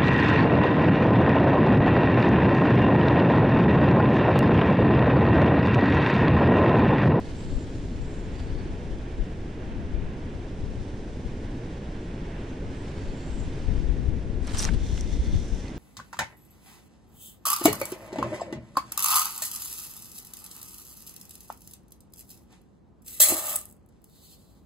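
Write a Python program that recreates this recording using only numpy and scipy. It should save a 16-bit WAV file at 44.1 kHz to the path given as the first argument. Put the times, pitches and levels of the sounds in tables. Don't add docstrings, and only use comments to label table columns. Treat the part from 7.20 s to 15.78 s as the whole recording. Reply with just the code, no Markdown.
import sys
import numpy as np
from scipy import signal
from scipy.fft import rfft, irfft
from scipy.io import wavfile
from scipy.ndimage import uniform_filter1d

SR = 44100
rng = np.random.default_rng(int(sys.argv[2]) if len(sys.argv) > 2 else 0)


def waveform_to_disk(signal):
    frames = np.transpose(np.atleast_2d(signal))
    scaled = np.clip(frames, -1, 1) * 32767
    samples = np.round(scaled).astype(np.int16)
    wavfile.write(sys.argv[1], SR, samples)


N = 378378
HZ = np.maximum(np.arange(N // 2 + 1) * SR / N, 1)


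def from_db(db):
    return 10 ** (np.asarray(db) / 20)


def rms_one(x):
    return x / np.sqrt(np.mean(x ** 2) + 1e-20)


def in_time(rows, silent=False):
    s, *columns = np.transpose(rows)
    edge = -120 if silent else None
    t = np.arange(N) / SR
    return [np.interp(t, s, column, edge, edge) for column in columns]


def at_hz(points, hz):
    table_hz, values = np.array(points).T
    return np.interp(np.log(hz), np.log(table_hz), values)


def drift(rate):
    step = 40
    pole = np.exp(-2 * np.pi * rate * step / SR)
    noise = rng.standard_normal(N // step + 2002)
    slow = signal.lfilter([1], [1, -2 * pole, pole * pole], noise)[2000:]
    return np.interp(np.arange(N) / step, np.arange(len(slow)), rms_one(slow))


def hold(start, end, edge_s):
    t = np.arange(N) / SR
    return np.clip(np.minimum(t - start, end - t) / edge_s, 0, 1) ** 2


def resonance(x, hz, width):
    r = np.exp(-np.pi * width / SR)
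    poles = [1, -2 * r * np.cos(2 * np.pi * hz / SR), r * r]
    return signal.lfilter([(1 - r * r) / 2, 0, (r * r - 1) / 2], poles, x)


def narrow(x, hz, width):
    return rms_one(resonance(resonance(x, hz, width), hz, width))


def ring(clicks, hz, t60):
    r, w = from_db(-60 / (t60 * SR)), 2 * np.pi * hz / SR
    return signal.lfilter([0, np.sin(w)], [1, -2 * r * np.cos(w), r * r], clicks + 1e-18)


def gliding(hz, pole):
    turn = 2 * np.pi * np.cumsum(hz) / SR
    slow = signal.lfilter([1], [1, -2 * pole, pole * pole], rng.standard_normal((2, 2, N)))
    return rms_one(slow[0] * np.cos(turn) + slow[1] * np.sin(turn))


def evened(x, size):
    x = rms_one(x)
    return rms_one(x / np.sqrt(uniform_filter1d(x ** 2, size) + .3))


def coloured(x, spectrum):
    return rms_one(irfft(rfft(x) * from_db(at_hz(spectrum, HZ)), N))


def grains(per_s, spread_db):
    sizes_db = spread_db * np.minimum(rng.exponential(1, (2, N)), 4)
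    sizes = from_db(sizes_db) * rng.choice([-1, 1], (2, N))
    return rms_one(sizes * (rng.random((2, N)) < per_s / SR))


def ratchet(contact_s=0.00015):
    # start in seconds, relative peak in dB, upper modes over lower in dB.
    strikes = [(7.271, -35, 8), (7.2767, -37, -1), (7.371, -33, -3), (7.3773, -34, -4), (7.3818, -30, -2),
               (7.3846, -25, 5), (7.387, -21, 6), (7.391, -22, 4), (7.3928, -20, -8), (7.396, -22, -4),
               (7.3992, -26, -5), (7.403, -26, -1), (7.4055, -29, 3), (7.4085, -23, 11), (7.4127, -32, 6),
               (7.4163, -31, 4), (7.4196, -25, 6), (7.4237, -22, 7), (7.429, -26, -1), (7.435, -22.5, -8),
               (7.4439, -26, -2), (7.4509, -17.5, -7), (7.809, -29, -2)]
    # frequency in Hz, relative level in dB, t60 in seconds.
    spool_modes = [(1900, -21, 0.0067), (3220, -10, 0.0037), (4380, -13, 0.004), (5260, -3, 0.007),
                   (5800, 3, 0.008), (6370, 0, 0.005), (8250, 1, 0.005), (9050, -4, 0.005),
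                   (9900, -5, 0.004), (11500, -13, 0.002), (13000, -14, .0015), (14800, -18, .0015)]
    s, peak_db, upper_db = np.transpose(strikes)
    steps, out = np.arange(60), np.zeros((2, N))
    at = np.round(s * SR).astype(int)[:, None] + steps
    fade = np.exp(-steps / (contact_s * SR))
    for hz, level_db, t60 in spool_modes:
        contact = rng.standard_normal((len(s), 2, len(steps))) * fade
        drive = np.abs(contact @ np.exp(2j * np.pi * hz * steps / SR))
        share_db = np.minimum(upper_db, 0) if hz > 7200 else np.minimum(-upper_db, 0)
        height = from_db(peak_db + level_db + share_db)[:, None] / (drive + 0.18)
        clicks = np.zeros((2, N))
        clicks[:, at] = (contact * height[..., None]).swapaxes(0, 1)
        out += resonance(ring(clicks, hz, t60), hz, hz / 3)
    return out * from_db([[1], [-5]])


def gears(damping_hz=9500, catch_db=2.5):
    # time in seconds, then the drive in dB of the modes
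    # up to 2500 Hz, of those up to 5000 Hz and of those above.
    effort = [(7.52, -76, -72, -74), (7.6, -69, -59, -64), (7.655, -58, -55, -56), (7.73, -63, -54, -54.5),
              (7.79, -49, -56, -53.5), (7.83, -59, -61, -63), (7.87, -55, -62, -63), (7.925, -55, -54, -56),
              (7.99, -61, -62, -64), (8.055, -55, -56, -59), (8.09, -56, -61, -63), (8.15, -59, -52.5, -58),
              (8.22, -62, -59, -58.5), (8.3, -65, -64, -59.5), (8.4, -61, -62, -59), (8.45, -54, -62, -62),
              (8.5, -52, -71, -64), (8.54, -72, -78, -71), (8.58, -81, -81, -71)]
    # frequency in Hz, width of one filter pass in Hz, relative level in dB.
    body_modes = [(2050, 130, -5), (3320, 60, -8), (3620, 90, -3), (4295, 140, -8), (4720, 60, -11),
                  (5290, 300, -4), (5780, 350, -4), (6150, 400, -2), (4000, 900, -7), (2900, 2000, -6),
                  (7200, 1400, -4), (9300, 2500, -9), (12300, 3000, -22)]
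    hum_db, whine_db, whirr_db = in_time(effort, silent=True)
    mesh = from_db(catch_db * drift(40)) * grains(3000, 2.9)
    mesh = irfft(rfft(mesh) / (1 + (HZ / damping_hz) ** 4 + (1200 / HZ) ** 2), N)
    loaded, out = slice(round(effort[0][0] * SR), N), 0
    for k, (hz, width, level_db) in enumerate(body_modes):
        effort_db = whirr_db if hz > 5000 else whine_db if hz > 2500 else hum_db
        mode = (-1) ** k * evened(narrow(mesh[:, loaded], hz, width), size=700)
        out = out + from_db((effort_db + level_db + 1.0 * drift(14))[loaded]) * mode
    return np.pad(out, ((0, 0), (loaded.start, 0)))


def winding(upper_hz=8400, upper_db=-9):
    # start, fastest moment and end in seconds, relative whir level in dB,
    # nominal whir pitch in Hz when fastest.
    pushes = [(.115, .195, .48, -60, 7700), (.52, .55, .6, -67, 7100), (.77, .87, 1.06, -64, 7500),
              (1.08, 1.17, 1.31, -69, 7250), (5.54, 5.565, 5.66, -66, 8100), (5.93, 6.14, 6.3, -60, 7750)]
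    # start and length in seconds, relative level in dB, pitch in Hz.
    squeaks = [(0, .12, -66, 4500), (.22, .2, -67, 4350), (.72, .06, -67, 4300), (1.15, .1, -64, 4580),
               (1.27, .06, -62.5, 4480), (1.35, .09, -62.5, 4500), (1.46, .07, -67, 4400),
               (5.76, .18, -64.5, 4500), (5.99, .11, -64.5, 4380), (6.4, .1, -70, 4500)]
    # start and end in seconds, relative level in dB.
    turns = [(.12, 1.33, -71), (5.57, 6.3, -70)]
    rest_hz, surge_s, sag_db_per_s, edge_s = 7050, .04, 10, .045
    t = np.arange(N) / SR
    whir, whir_hz, roller, roller_hz = 0, rest_hz, 0, 0
    for start, fastest, end, db, top_hz in pushes:
        surge = np.exp(-((t - fastest) / surge_s) ** 2)
        sagging_db = db - sag_db_per_s * np.abs(t - fastest)
        whir = whir + from_db(sagging_db) * hold(start, end, edge_s)
        climb = .7 * surge + .5 * hold(start, end, (end - start) / 3) ** .5
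        whir_hz = whir_hz + (top_hz - rest_hz) * climb
    for start, length, db, hz in squeaks:
        early = start - edge_s / 2
        roller = roller + from_db(db) * hold(early, start + length, edge_s / 2)
        roller_hz = np.where(t > early, hz, roller_hz)
    out = whir * from_db(2.2 * drift(25)) * gliding(whir_hz + 90 * drift(25), pole=.95)
    line = sum(from_db(db) * hold(start, end, edge_s) for start, end, db in turns)
    out += line * from_db(2.5 * drift(12)) * narrow(rng.standard_normal((2, N)), rest_hz, 380)
    squeak = evened(gliding(roller_hz + 50 * drift(15), pole=.978), size=900)
    out += roller * from_db(1.5 * drift(25)) * squeak
    upper_band = narrow(rng.standard_normal((2, N)), upper_hz, 500)
    return out + whir * from_db(upper_db + 3 * drift(13)) * upper_band


def knocks(crack_db=-16):
    # start in seconds, relative peak in dB, pitch in Hz, t60 in seconds, left over right in dB.
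    blows = [(7.283, -37, 2260, 0.01, -2), (7.4509, -19.5, 1920, 0.0064, -10),
             (7.4885, -23.5, 1560, 0.019, -8), (7.663, -39, 4070, .015, -5),
             (7.778, -24.5, 2900, 0.0037, -4), (8.158, -44, 3600, .025, -1.5), (7.929, -39, 1900, .01, -2),
             (8.069, -41, 4350, .012, -1), (8.4544, -45, 2040, 0.029, -10), (8.481, -42, 4370, .02, -1)]
    # multiple of its pitch, relative level in dB.
    partials = [(.58, -4), (1, 0), (1.39, -9)]
    out, seconds = np.zeros((2, N)), np.arange(1500) / SR
    for s, peak_db, hz, t60, pan_db in blows:
        crack_fade = from_db(crack_db - 60 * seconds / (1.8 * t60))
        crack = narrow(rng.standard_normal(len(seconds)), hz, hz) * crack_fade
        modes = sum(from_db(db) * np.sin(2 * np.pi * multiple * hz * seconds) for multiple, db in partials)
        onset = 1 - np.exp(-seconds * hz)
        blow = modes * from_db(-60 * seconds / t60) * onset + crack
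        at = round(s * SR)
        out[:, at:at + len(blow)] += from_db(peak_db + pan_db / 2 * np.array([[1], [-1]])) * blow
    return out


def chirp():
    # start and length in seconds, level in dB, first and last pitch in Hz.
    start, length, db, from_hz, to_hz = (5.275, .05, -62, 7300, 5700)
    hz = np.interp(np.arange(N) / SR, [start, start + length], [from_hz, to_hz])
    return from_db(db) * hold(start, start + length, length / 3) * gliding(hz, pole=.96)


def sleeve(split_hz=5000):
    # time in seconds, level in dB, treble gain over the usual colour in dB.
    spells = [
        [(0, -55, -7), (.3, -53, -11), (.55, -56, -9), (1.05, -65, -12), (1.2, -52.5, -13), (1.5, -81, -11)],
        [(5.5, -67, 2), (5.7, -52.5, -8), (5.95, -65, -4), (6.3, -68, 3), (6.6, -61, -7)],
        [(7.19, -70, 0), (7.25, -55, 2), (7.28, -41.5, -11), (7.325, -46.5, 3), (7.36, -39.5, 0),
         (7.395, -38.5, 5.5), (7.44, -41.5, 6), (7.465, -35.5, -2), (7.488, -37, -5), (7.5, -47.5, -1),
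         (7.555, -49, -4), (7.6, -74, -1)],
    ]
    # frequency in Hz, relative level in dB per Hz.
    spectrum = [(300, -17), (700, 0.5), (1200, -0.5), (2300, -5), (4500, -5.5), (6300, -9.5), (8300, -7.5),
                (10000, -17), (12000, -26.5), (15500, -35)]
    cloth = from_db(2.6 * drift(60)) * coloured(grains(14000, 3.0), spectrum)
    treble = irfft(rfft(cloth) / (1 + (split_hz / HZ) ** 4), N)
    out = 0
    for rows in spells:
        level_db, treble_db = in_time(rows, silent=True)
        out = out + from_db(level_db) * (cloth - treble + from_db(treble_db) * treble)
    return out


def wind(buffet_db=1.5, bright_db=-13, knee_db=-25, leak_db=-19):
    # time in seconds, level in dB at the exposed left and the sheltered right port.
    course = [(0, -41, -46), (1.5, -35, -44), (1.9, -48, -48), (3.8, -46, -46), (5.2, -55, -58),
              (6.3, -47, -46), (6.5, -23.5, -42), (6.95, -23, -49), (7.03, -35, -46), (7.1, -25.5, -46),
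              (7.27, -29.5, -43), (7.35, -29.5, -32.5), (8.16, -24.5, -33), (8.23, -33, -40),
              (8.58, -53, -47)]
    # middle and length in seconds, level in dB.
    gusts = [(0.1, 0.14, -34), (0.31, 0.22, -29), (0.8, 0.11, -27.5), (1.342, 0.27, -33),
             (1.517, 0.11, -37), (1.72, 0.14, -26.5), (1.986, 0.11, -30), (2.568, 0.35, -29),
             (2.8, 0.26, -26), (3.164, 0.071, -30), (3.463, 0.23, -26.5), (3.592, 0.085, -26),
             (4.09, 0.16, -40), (5.037, .12, -47), (5.49, 0.14, -34.5), (5.882, 0.15, -30),
             (6.2, 0.34, -27), (7.544, 0.34, -17.5), (7.93, .14, -31), (8.142, 0.27, -20.5),
             (8.36, .2, -29)]
    # frequency in Hz, relative level in dB per Hz.
    spectrum = [(9, -30), (16, -2), (26, 0), (40, 1), (65, -3), (95, -14), (140, -20), (200, -27),
                (300, -40), (600, -90)]
    # middle in seconds, relative peak in dB, pitch in Hz,
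    # port (0 left, 1 right).
    thumps = [(0.266, -23, 79.6, 0), (0.366, -17, 35, 0), (3.441, -22, 108, 0), (6.802, -23, 84, 0),
              (6.891, -13.5, 94, 0), (1.709, -25, 46.6, 0), (2.012, -15.5, 35.4, 0),
              (2.748, -15.5, 43.7, 0), (4.063, -21.5, 44.7, 0), (6.488, -11.5, 77, 0), (6.7, -11.5, 44, 0),
              (6.966, -19, 64.5, 0), (7.22, -21, 60.4, 0), (7.344, -15, 77, 0), (7.547, -12.5, 75, 0),
              (7.734, -14.5, 70, 0), (7.936, -13, 42.5, 0), (8.002, -12, 54.5, 1), (8.138, -16, 47, 1),
              (8.16, -9, 85, 0), (8.334, -13, 40.6, 0)]
    gust_db = np.array(in_time(course))
    swells = 0
    for s, length, db in gusts:
        swells = swells + from_db(db) * hold(s - length / 2, s + length / 2, length / 2) ** .5
    gust_db[0] = 10 * np.log10(from_db(gust_db[0]) ** 2 + swells ** 2)
    low = coloured(rng.standard_normal((2, N)), spectrum)
    low = low / np.sqrt(uniform_filter1d(low ** 2, size=3500) + 0.019)
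    flutter = narrow(narrow(rng.standard_normal((2, N)), 145, 220), 145, 220)
    lift = from_db(bright_db + .7 * (gust_db - knee_db).clip(-25, 6) + 2.5 * drift(14))
    buffet = buffet_db * np.array([drift(4.8), drift(12.0)])
    out = from_db(gust_db + buffet) * (low + lift * flutter)
    seconds = np.arange(-2000, 2000) / SR
    phases = rng.uniform(0, 2 * np.pi, len(thumps))
    for (s, peak_db, hz, port), phase in zip(thumps, phases):
        bell = np.exp(-(1.6 * hz * seconds) ** 2)
        swing = bell * np.cos(2 * np.pi * hz * seconds + phase)
        at = round(s * SR)
        out[int(port > .5), at - 2000:at + 2000] += from_db(peak_db) * swing
    return out + from_db(leak_db) * out[0] * [[0], [1]]


def traffic(base_db=-35.5):
    # frequency in Hz, relative level in dB per Hz.
    spectrum = [(20, 5), (80, 2.5), (190, -2.5), (340, -5), (480, -10.5), (700, -18), (950, -20),
                (1250, -26.5), (1550, -23), (2000, -26), (2600, -28.5), (3500, -31.5), (4300, -36.5),
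                (5600, -36.5), (9300, -45.5), (10800, -60.5), (12500, -100)]
    # time in seconds, gain in dB of the rumble, of the roar above about 700 Hz
    # and of the hiss above about 3500 Hz.
    passing = [(0, 2, -1, 3.5), (1.5, 2.5, 0.9, 2), (2.9, 1.5, 0.9, -1.5), (3.6, 2, 0.5, 3), (5.1, 2, 2, 1),
               (6.4, 2.5, 1, 5), (7.1, 2, -1.9, -0.5), (7.8, -0.1, 1.1, 8), (8.58, 1.5, -0.5, 3)]
    # frequency in Hz, width of one filter pass in Hz, relative level in dB.
    drones = [(259, 28.5, -52.5), (435.5, 12.4, -59.5)]
    rumble_db, roar_db, hiss_db = in_time(passing)
    noise = rfft(from_db(base_db) * coloured(rng.standard_normal((2, N)), spectrum))
    above_rumble, hiss_share = 1 / (1 + (700 / HZ) ** 4), 1 / (1 + (3500 / HZ) ** 6)
    rumble = irfft(noise * (1 - above_rumble), N)
    roar = irfft(noise * (above_rumble - hiss_share), N)
    hiss = irfft(noise * hiss_share, N)
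    out = rumble * from_db(rumble_db + 0.18 * drift(1.4))
    out += roar * from_db(roar_db + 0.65 * drift(8.4) + 0.84 * drift(1.3))
    out += hiss * from_db(hiss_db + 0.77 * drift(27))
    for hz, width, level_db in drones:
        out += from_db(level_db + 2.05 * drift(1.4)) * narrow(rng.standard_normal((2, N)), hz, width)
    return out


def at_ports(mid, side):
    # frequency in Hz, left-right correlation from -1 to 1.
    likeness = [(150, 1), (280, 1), (430, 0.98), (600, 0.83), (780, 0.44), (950, 0.23), (1250, 0.037),
                (1480, 0.17), (1800, 0.7), (2400, 0.61), (4100, 0.78), (5500, 0.34), (7200, -0.049),
                (8300, 0.0042), (10000, -0.13)]
    # frequency in Hz, left over right in dB.
    balance = [(60, 0), (250, 0), (430, -1), (600, -3), (950, 0), (1300, -2), (1900, -3), (2550, -5),
               (3600, -1), (4650, .5), (6200, -1), (7200, 0), (8300, -3.5), (9800, 2)]
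    alike, lean_db = np.clip(at_hz(likeness, HZ), -1, 1), at_hz(balance, HZ) / 2
    mid = rfft(mid) * np.sqrt((1 + alike) / 2)
    side = rfft(side) * np.sqrt((1 - alike) / 2)
    return irfft([(mid + side) * from_db(lean_db), (mid - side) * from_db(-lean_db)], N)


def scene():
    airborne = ratchet() + gears() + winding() + chirp() + sleeve() + traffic()
    return at_ports(*airborne) + knocks() + wind()


def record(dry, stop_hz=16200):
    return signal.sosfilt(signal.cheby2(12, 70, stop_hz, fs=SR, output="sos"), dry)


dry = scene()
out = record(dry)
waveform_to_disk(out)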